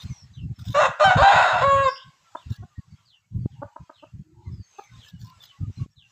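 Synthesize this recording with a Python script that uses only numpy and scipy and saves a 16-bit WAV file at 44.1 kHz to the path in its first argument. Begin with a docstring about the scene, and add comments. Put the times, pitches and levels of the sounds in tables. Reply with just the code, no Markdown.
"""A farm yard among trees: a rooster crows close by, two short syllables and a long one that breaks from
hoarse to clear. The clear voice is summed overtones, the hoarse one irregular slaps ringing the windpipe.
Wind rumbles at the microphone as low noise cut into bursts; a hen clucks in short bursts of voice cycles.
Small birds chirp and far poultry murmur as gliding tones with echoes. Scuffs, leaves, a distant flock
and insects are shaped noise and faint random calls."""
import sys
import numpy as np
from scipy import signal
from scipy.fft import rfft, irfft, next_fast_len
from scipy.io import wavfile
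from scipy.ndimage import uniform_filter1d, map_coordinates

SR = 44100
rng = np.random.default_rng(int(sys.argv[2]) if len(sys.argv) > 2 else 0)


def transcribe(u):
    """Save the signal u as a 16-bit wav file named by the first command-line argument.

    u: samples, shape (n,) or (channels, n), limited to [-1, 1]; the rate is SR.
    q: integer samples, one column per channel.
    """
    v = np.clip(np.atleast_2d(u).T, -1, 1)
    q = np.round(v * 32767).astype(np.int16)
    wavfile.write(sys.argv[1], SR, q)


N = 269451


def amp(db):
    """Decibels to gain."""
    return 10 ** (np.asarray(db) / 20)


def unit(x):
    """Scaled to rms 1."""
    return x / np.sqrt(np.mean(x ** 2) + 1e-20)


def along(points, hz):
    """Values at hz, read from (Hz, value) points on a log frequency axis."""
    point_hz, value = np.transpose(points)
    return np.interp(np.log(hz + 1), np.log(point_hz + 1), value)


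def curves(rows):
    """One value per sample for each column after the time."""
    seconds, *columns = np.transpose(rows)
    return [np.interp(np.arange(N) / SR, seconds, column) for column in columns]


def wobble(rate, size=N):
    """A smooth random curve, rate knots a second."""
    knots = rng.standard_normal(int(size * rate / SR) + 4)
    return map_coordinates(knots, [np.arange(size) * rate / SR])


def filtered(x, response):
    """x shaped by a gain that depends on frequency."""
    m = next_fast_len(N + SR // 2)
    return irfft(rfft(x, m) * response(np.fft.rfftfreq(m, 1 / SR)), m)[..., :N]


def rush(spectrum):
    """Coloured noise of rms 1."""
    return unit(filtered(rng.standard_normal(N), lambda hz: amp(along(spectrum, hz))))


def patchy(x, patchy_db):
    """x at rms 1 with patches of random gain in time and frequency."""
    z = signal.stft(x, nperseg=512)[2]
    field = uniform_filter1d(rng.standard_normal(z.shape), size=3, axis=0)
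    field = uniform_filter1d(field, size=10, axis=1)
    return unit(signal.istft(z * amp(patchy_db * unit(field)), nperseg=512)[1][:N])


def add(track, s, x):
    """Mix x into track from time s."""
    part = track[max(round(s * SR), 0):][:len(x)]
    part += x[:len(part)]


def notes(table, blur, widest_hz=260):
    """Gliding tones with soft ends; an unsteady throat makes each a narrow band, blur times its pitch wide."""
    out = np.zeros(N)
    for s, length, start_hz, end_hz, db in table:
        n = round(length * SR)
        turn = 2 * np.pi * np.cumsum(np.geomspace(start_hz, end_hz, n)) / SR
        a, b = (wobble(min(blur * start_hz, widest_hz), size=n) for _ in "ab")
        tone = a * np.sin(turn) + b * np.cos(turn)
        add(out, s, amp(db + 5.5) * signal.windows.tukey(n, .3) * tone)
    return out


# Overtone balance of the clear voice. Each row: frequency in Hz, relative level in dB.
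CLEAR_OVERTONES = [(520, -4.5), (600, 1), (780, -1), (1090, 0), (1500, -2.5), (1750, -20.5), (2300, -23),
                   (3000, -18.5), (3600, -24), (4250, -19), (4800, -31), (5500, -32), (7200, -33),
                   (9500, -58.5)]
# Brightness alternating from cycle to cycle. One row: middle in seconds, half length in seconds, depth in dB.
CYCLE_DOUBLING = (1.785, .04, -2)
# The beak half closes for the held note and dulls the overtones around this pitch.
NARROWS_S, NARROW_HZ, NARROW_DB = 1.62, 4730, -18


def clear_voice(hz, hoarse):
    """Steady membranes: fifteen overtones locked to the pitch."""
    t = np.arange(N) / SR
    turns = np.cumsum(hz * (1 + (.0025 + .04 * hoarse) * wobble(90))) / SR
    k = np.arange(1, 16)[:, None]
    narrow_db = NARROW_DB * (t > NARROWS_S) * np.exp(-(np.log(k * hz / NARROW_HZ) / .33) ** 2)
    # hoarseness takes the upper overtones away first
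    blur_db = 2.5 * hoarse * np.maximum(k - 2, 0)
    size = amp(along(CLEAR_OVERTONES, k * hz) + narrow_db - blur_db)
    # each high overtone comes and goes
    size[2:] *= amp([5 * wobble(20) for _ in k[2:]])
    middle, half, doubling_db = CYCLE_DOUBLING
    moment = np.exp(-((t - middle) / half) ** 2)
    size[2:] *= 1 + amp(doubling_db) * moment * np.sin(np.pi * turns)
    overtones = size * np.sin(2 * np.pi * k * turns + k * k)
    return np.sum(overtones, axis=0) / np.sqrt(np.sum(size ** 2, axis=0) / 2)


# Windpipe and beak resonances of the hoarse voice. Each row: centre in Hz, width in Hz, level in dB.
WINDPIPE = [(640, 90, -1.5), (740, 44, -4), (976, 200, -2.5), (1430, 170, -2.5), (1945, 69, -11.5),
            (2675, 170, -14), (3720, 280, -16.5), (4440, 140, -29.5), (5240, 200, -28.5),
            (6870, 1000, -31.5)]


def windpipe(f):
    """Resonances added as power, thinned below 470 Hz and above 8 kHz."""
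    power = sum(amp(2 * db) / (1 + np.abs(2 * (f - c) / w) ** 2.46) for c, w, db in WINDPIPE)
    return np.sqrt(power) / (1 + (470 / (f + 1)) ** 8) * (.05 + 1 / (1 + (f / 8000) ** 8))


# The hoarse voice keeps catching; each catch sweeps the pitch up by this natural-log interval.
STUTTERS_PER_S, SWEEP = 135, .75


def hoarse_voice(hz):
    """The membranes slap irregularly into the windpipe, which rings."""
    catch = np.cumsum(STUTTERS_PER_S * np.exp(.2 * wobble(60)) / SR) % 1
    beats = np.cumsum(hz * np.exp(SWEEP * (catch - .5) + .1 * wobble(500)) / SR)
    # one click per beat, swelling and fading within each catch
    slaps = np.diff(np.floor(beats), prepend=0) * amp(2.5 * wobble(300)) * np.sin(np.pi * catch) ** .6
    breath = 0.4 * rng.standard_normal(N)
    slaps = unit(slaps - slaps.mean()) + breath
    # the beak keeps shifting the resonances
    rough = patchy(filtered(slaps, windpipe), patchy_db=2.5)
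    # the swing of the membranes is bounded
    return unit(rough / np.abs(uniform_filter1d(rough ** 2, size=130)) ** .38)


def beak(voice, c, w, lift_db):
    """The beak's gap cuts a dip at c and lifts the band above it."""
    def response(f):
        dip = 1 - 0.85 / (1 + ((f - c) / w) ** 2)
        return dip * amp(lift_db / (1 + (c / (f + 1)) ** 8) / (1 + (f / (1.3 * c)) ** 8))
    return filtered(voice, response)


# The beak's gap dips each syllable. Each row: centre in Hz, half width in Hz, lift above the dip in dB.
BEAK_GAPS = [(4700, 800, 14), (4900, 350, 4), (5750, 400, 3)]
# Air wheezing in the beak as the crow ends.
# Each row: start in seconds, length in seconds, start pitch in Hz, end pitch in Hz, relative level in dB.
BEAK_WHEEZES = [(1.83, 0.043, 4400, 4670, -52), (1.87, 0.123, 5080, 5160, -49),
                (1.95, 0.098, 2985, 3380, -54.5)]
# Least hoarse share: some rasp stays in the clearest voice, less in the held note.
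BREATHY, BREATHY_HELD = .07, .004


def rooster():
    """Clear and hoarse voices share the throat by power, then pass the beak."""
    hz, db, hoarse, now = syllables()
    t = np.arange(N) / SR
    hoarse = np.clip(hoarse, np.where(t > NARROWS_S, BREATHY_HELD, BREATHY), 1)
    clear = clear_voice(hz, hoarse)
    rough = hoarse_voice(hz)
    voice = np.sqrt(1 - hoarse) * clear * amp(1.1 * hoarse * wobble(50)) + np.sqrt(hoarse) * rough
    voice = np.choose(now, [beak(voice, *row) for row in BEAK_GAPS])
    return amp(db) * voice + notes(BEAK_WHEEZES, blur=0.63, widest_hz=970)


# Three syllables, whose pitch breaks between a low and a high register.
# Each row: time in seconds, pitch in Hz, level in dB, hoarse share from 0 to 1.
CROW_SYLLABLES = [
    [(.749, 555, -20.5, 0.29), (.786, 593.7, -14, 0.01), (.804, 592.3, -15.5, 0.65),
     (.865, 514.5, -17, 0.73)],
    [(1, 573.4, -21.5, 0.83), (1.014, 602.2, -14, 0.13), (1.041, 614.3, -13, 0.11),
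     (1.043, 777.6, -11.5, 0), (1.085, 766.7, -15, 0.04), (1.11, 729.3, -13.5, 0.29),
     (1.16, 740.6, -27, 0.4)],
    [(1.172, 488.5, -18.5, 0.5), (1.221, 610, -14.5, 0), (1.223, 781.6, -12, 0.6), (1.27, 792.5, -14, 0.1),
     (1.3, 787.3, -15.5, 0.6), (1.36, 771, -14, .85), (1.616, 690.5, -23, 0.78), (1.622, 512, -17.5, 0.36),
     (1.65, 556.6, -16.5, 0), (1.84, 546.3, -18.5, 0), (1.89, 513, -18.5, 0)],
]
ATTACK_DB_PER_S, RELEASE_DB_PER_S = 3000.5, 897


def syllables():
    """Each syllable opens fast and dies away; the loudest at any moment has the throat."""
    t = np.arange(N) / SR
    hz, db, hoarse = np.transpose([curves(rows) for rows in CROW_SYLLABLES], axes=(1, 0, 2))
    edge_db = []
    for rows in CROW_SYLLABLES:
        opening = ATTACK_DB_PER_S * np.maximum(rows[0][0] - t, 0)
        edge_db.append(opening + RELEASE_DB_PER_S * np.maximum(t - rows[-1][0], 0))
    level_db = db - edge_db
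    now = np.argmax(level_db, axis=0)
    return np.choose(now, hz), level_db.max(axis=0), np.choose(now, hoarse), now


# Bursts of wind rumble that the recorder's noise suppressor lets through.
# Each row: start in seconds, length in seconds, relative level in dB.
RUMBLE_BURSTS = [(0.026, 0.13, -32), (0.203, .15, -48), (0.354, 0.21, -30), (0.576, 0.074, -37.5),
                 (0.648, 0.14, -28), (0.79, 0.14, -39.5), (1.041, 0.083, -29.5), (1.135, 0.12, -20),
                 (1.319, 0.12, -32), (1.491, 0.42, -32), (2.04, 0.067, -46.5), (2.457, 0.097, -27.5),
                 (2.58, 0.082, -36.5), (2.778, 0.028, -34), (2.868, 0.096, -45.5), (3.304, 0.18, -25.5),
                 (3.498, 0.2, -43.5), (3.792, 0.052, -37.5), (4.116, 0.13, -39), (4.439, 0.2, -34),
                 (4.877, 0.2, -47), (5.108, 0.2, -38.5), (5.585, 0.14, -26.5), (5.766, 0.09, -27),
                 (5.913, 0.16, -58.5)]
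# Pops near the end of a burst. Each row: time in seconds, relative level in dB.
WIND_POPS = [(3.46, -11), (5.7, -31), (5.862, -33)]
# Colour of the low rumble. Each row: frequency in Hz, relative level in dB per Hz.
RUMBLE_COLOUR = [(20, -49), (50, -9), (110, 1), (180, -9), (270, -28), (1000, -80)]
# Colour of the sharper edge of strong bursts. Each row: frequency in Hz, relative level in dB per Hz.
BITE_COLOUR = [(100, -19.5), (250, 4), (400, -18.5), (1300, -85)]
# rumble left between the bursts and how much it puffs
LULL_DB, PUFF_DB, PUFFS_PER_S = -66.5, 7.5, 5.4
# the sharp edge grows by this power of the rumble
BITE_DB, BITE_GROWS = -2.5, 1.676


def wind():
    """Wind rumble at the microphone, lumpy and low, cut into bursts by the recorder's noise suppressor."""
    gate = amp(LULL_DB + PUFF_DB * wobble(PUFFS_PER_S))
    for s, length, db in RUMBLE_BURSTS:
        add(gate, s, amp(db - 1.0) * signal.windows.tukey(round(length * SR), .5))
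    pops, t = np.zeros(N), np.arange(-200, 200) / SR
    snap = (t / 0.0021) ** 2
    for s, db in WIND_POPS:
        add(pops, s + t[0], amp(db) * (2 * snap - 1) * np.exp(-np.sqrt(snap + 0.0078) - snap))
    eddies = amp(7.3 * wobble(35)) * rush(RUMBLE_COLOUR)
    # the rumble is evened out over about 70 ms before the gate
    steady = np.sqrt(np.abs(uniform_filter1d(eddies ** 2, size=3000)))
    rumble = gate * eddies / steady
    strength = np.sqrt(np.abs(uniform_filter1d(rumble ** 2, size=600)))
    return rumble + amp(BITE_DB) * strength ** BITE_GROWS * rush(BITE_COLOUR) + pops


# Hen clucks. Each row: end of the swell in seconds, relative level in dB, pitch in Hz, length in seconds.
HEN_CLUCKS = [(2.357, -22.5, 326.5, 0.008), (2.638, -42.5, 372, 0.016), (3.633, -25.5, 295.3, 0.017),
              (3.767, -29, 320.6, 0.007), (3.902, -34.5, 317.4, 0.0081), (4.042, -37, 314, 0.018),
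              (4.797, -29.5, 418, 0.013)]
# Overtone balance of the hen. Each row: frequency in Hz, relative level in dB.
HEN_OVERTONES = [(300, -5), (600, 0), (1000, -1), (1500, -11), (1900, -41), (2600, -43)]
# a longer cluck is duller: tilt in dB an octave, and its fall per second of length
SHARP_DB, DULLS_DB_PER_S = 11.5, 859


def hen():
    """Each cluck is a few voice cycles that swell and stop short; a near wall repeats it."""
    out, k = np.zeros(N), np.arange(1, 7)[:, None]
    for end, db, hz, length in HEN_CLUCKS:
        t = np.arange(round((length + 0.013) * SR)) / SR - length
        tilt_db = (SHARP_DB - DULLS_DB_PER_S * length) * np.log2(k / 3)
        size = amp(along(HEN_OVERTONES, k * hz) + tilt_db + rng.normal(0, 3, k.shape))
        cycles = np.cos(2 * np.pi * k * hz * (t + 3 * t * t) - .5 * k)
        voice = unit(np.sum(size * cycles, axis=0))
        swell = np.where(t < 0, (1 + t / length) ** 0.77, amp(-60 * t / 0.0085))
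        add(out, end - length, amp(db - 3.0) * voice * swell)
    return out + amp(-20.5) * np.roll(out, round(0.011 * SR))


# Foot and feather scuffs. Each row: start in seconds, length in seconds, level in dB.
DUST_SCUFFS = [(0, 0.045, -46), (0.585, 0.05, -50.5), (0.634, 0.15, -48.5), (2.493, 0.087, -54),
               (4.771, 0.093, -63.5), (5.024, .09, -57), (5.186, 0.13, -57), (5.408, 0.059, -53.5)]
# Colour of the scuffs. Each row: frequency in Hz, relative level in dB per Hz.
SCUFF_COLOUR = [(290, -70), (500, -21), (1720, -6.5), (2160, -27.5), (3380, -1), (7560, -16), (9370, -28),
                (15500, -17.5)]


def scuffs():
    """Short grainy scrapes in dry dust."""
    gate = np.zeros(N)
    for s, length, db in DUST_SCUFFS:
        add(gate, s, amp(db) * signal.windows.tukey(round(length * SR), .3))
    return gate * patchy(amp(4.2 * wobble(230)) * rush(SCUFF_COLOUR), patchy_db=7)


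# Falling peeps of a chick. Each row: start in seconds, start pitch in Hz, relative level in dB.
CHICK_PEEPS = [(0.33, 4090, -64), (2.369, 3960, -68), (3.046, 5220, -66), (3.499, 3790, -74),
               (3.929, 4206, -67.5), (4.974, 4320, -62.5), (5.43, 4525, -64.5), (5.956, 4300, -62.5)]
# Far birds and poultry.
# Each row: start in seconds, length in seconds, start pitch in Hz, end pitch in Hz, relative level in dB.
FAR_MURMURS = [(.07, 0.18, 6370, 5160, -59.5), (3.53, 0.23, 865, 920, -68), (4.22, 0.37, 331.6, 347.6, -62),
               (4.34, 0.14, 886, 916, -67.5), (4.5, 0.17, 5320, 4275, -72.5),
               (4.61, 0.29, 6460, 6230, -68.5), (4.74, 0.16, 2880, 2010, -69),
               (5.24, 0.08, 969, 1054, -60.5)]


def far_birds():
    """Gliding calls, heard directly and a little more strongly as echoes."""
    # all peeps fall at 0.115 s an octave to the same pitch
    peeps = [(s, np.log2(hz / 2500) * .115, hz, 2500, db) for s, hz, db in CHICK_PEEPS]
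    far = notes(peeps, blur=.05) + notes(FAR_MURMURS, blur=.17)
    return amp(-3) * far + amp(-2) * trees(far, reach=.45)


# Decay of the echoes. Each row: frequency in Hz, time to fall 60 dB in seconds, before scaling by reach.
TREE_DECAY = [(300, 0.077), (1500, 0.52), (4500, 0.23)]


def trees(x, reach, sway_db=2):
    """Trunks and sheds answer; each frequency dies at its own speed, and swaying leaves smear the pitch."""
    hz, t, z = signal.stft(rng.standard_normal(SR // 2), SR, nperseg=256)
    decay = amp(-60 * t / (reach * along(TREE_DECAY, hz)[:, None]))
    tail = signal.istft(z * decay, SR, nperseg=256)[1]
    swayed = x * amp(sway_db * wobble(140))
    # the answer sets in 450 samples late
    return signal.fftconvolve(np.pad(swayed, (450, 0)), tail / np.linalg.norm(tail))[:N]


# Background level of leaves and distant flock; the recorder's noise suppressor ducks it after the last pop.
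# Each row: time in seconds, relative level in dB.
BACKGROUND_LEVEL = [(0, -55.5), (.5, -67.5), (.65, -61), (2.3, -62.5), (3, -72.5), (4.2, -72.5), (4.8, -64),
                    (5.84, -63), (5.88, -82.5), (6.11, -61.5)]
# Colour of the leaves, which also weights the flock. Each row: frequency in Hz, relative level in dB per Hz.
LEAF_COLOUR = [(400, -7.5), (1000, 2), (1700, 0), (3500, -1), (7800, -4.5), (8800, -24), (13000, -21.5),
               (15500, -33)]
# Colour of the steady far insect hiss. Each row: frequency in Hz, relative level in dB per Hz.
INSECT_COLOUR = [(3000, -58.5), (6200, -10), (6600, 1), (7100, -11.5), (7800, -2.5), (8400, -22.5),
                 (12000, -16.5), (15500, -21.5)]
INSECTS_DB = -83


def yard():
    """Patchy hush of leaves and short random calls of the distant flock, over steady insects."""
    when, pitch, size = rng.random((110, 3)).T
    hz = 800 * 8 ** pitch
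    # longer calls are fainter
    call_db = along(LEAF_COLOUR, hz) - 22 * size
    calls = notes(zip(when * N / SR, .04 + .08 * size, hz, .96 * hz, call_db), blur=.03)
    hush = .8 * patchy(rush(LEAF_COLOUR), patchy_db=3) + .75 * unit(calls)
    level = amp(curves(BACKGROUND_LEVEL)[0] + 2.9 * wobble(8))
    return level * hush + amp(INSECTS_DB) * rush(INSECT_COLOUR)


def scene():
    """Near crow and half-far hen with their echoes, wind, scuffs, far birds and the yard."""
    crow, clucks = rooster(), hen()
    echoes = trees(amp(-12.5) * crow, reach=0.94, sway_db=5) + trees(amp(-12.5) * clucks, reach=0.42)
    return (crow + clucks + echoes + far_birds() + scuffs() + wind() + yard())[None]


TOP_HZ, LOW_CUT_HZ = 15550, 60


def record(dry):
    """The recorder thins the deepest bass and keeps nothing above its band limit."""
    return filtered(dry, lambda hz: (hz < TOP_HZ) / np.sqrt(1 + (LOW_CUT_HZ / (hz + 1)) ** 4))


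dry = scene()
out = record(dry)
transcribe(out)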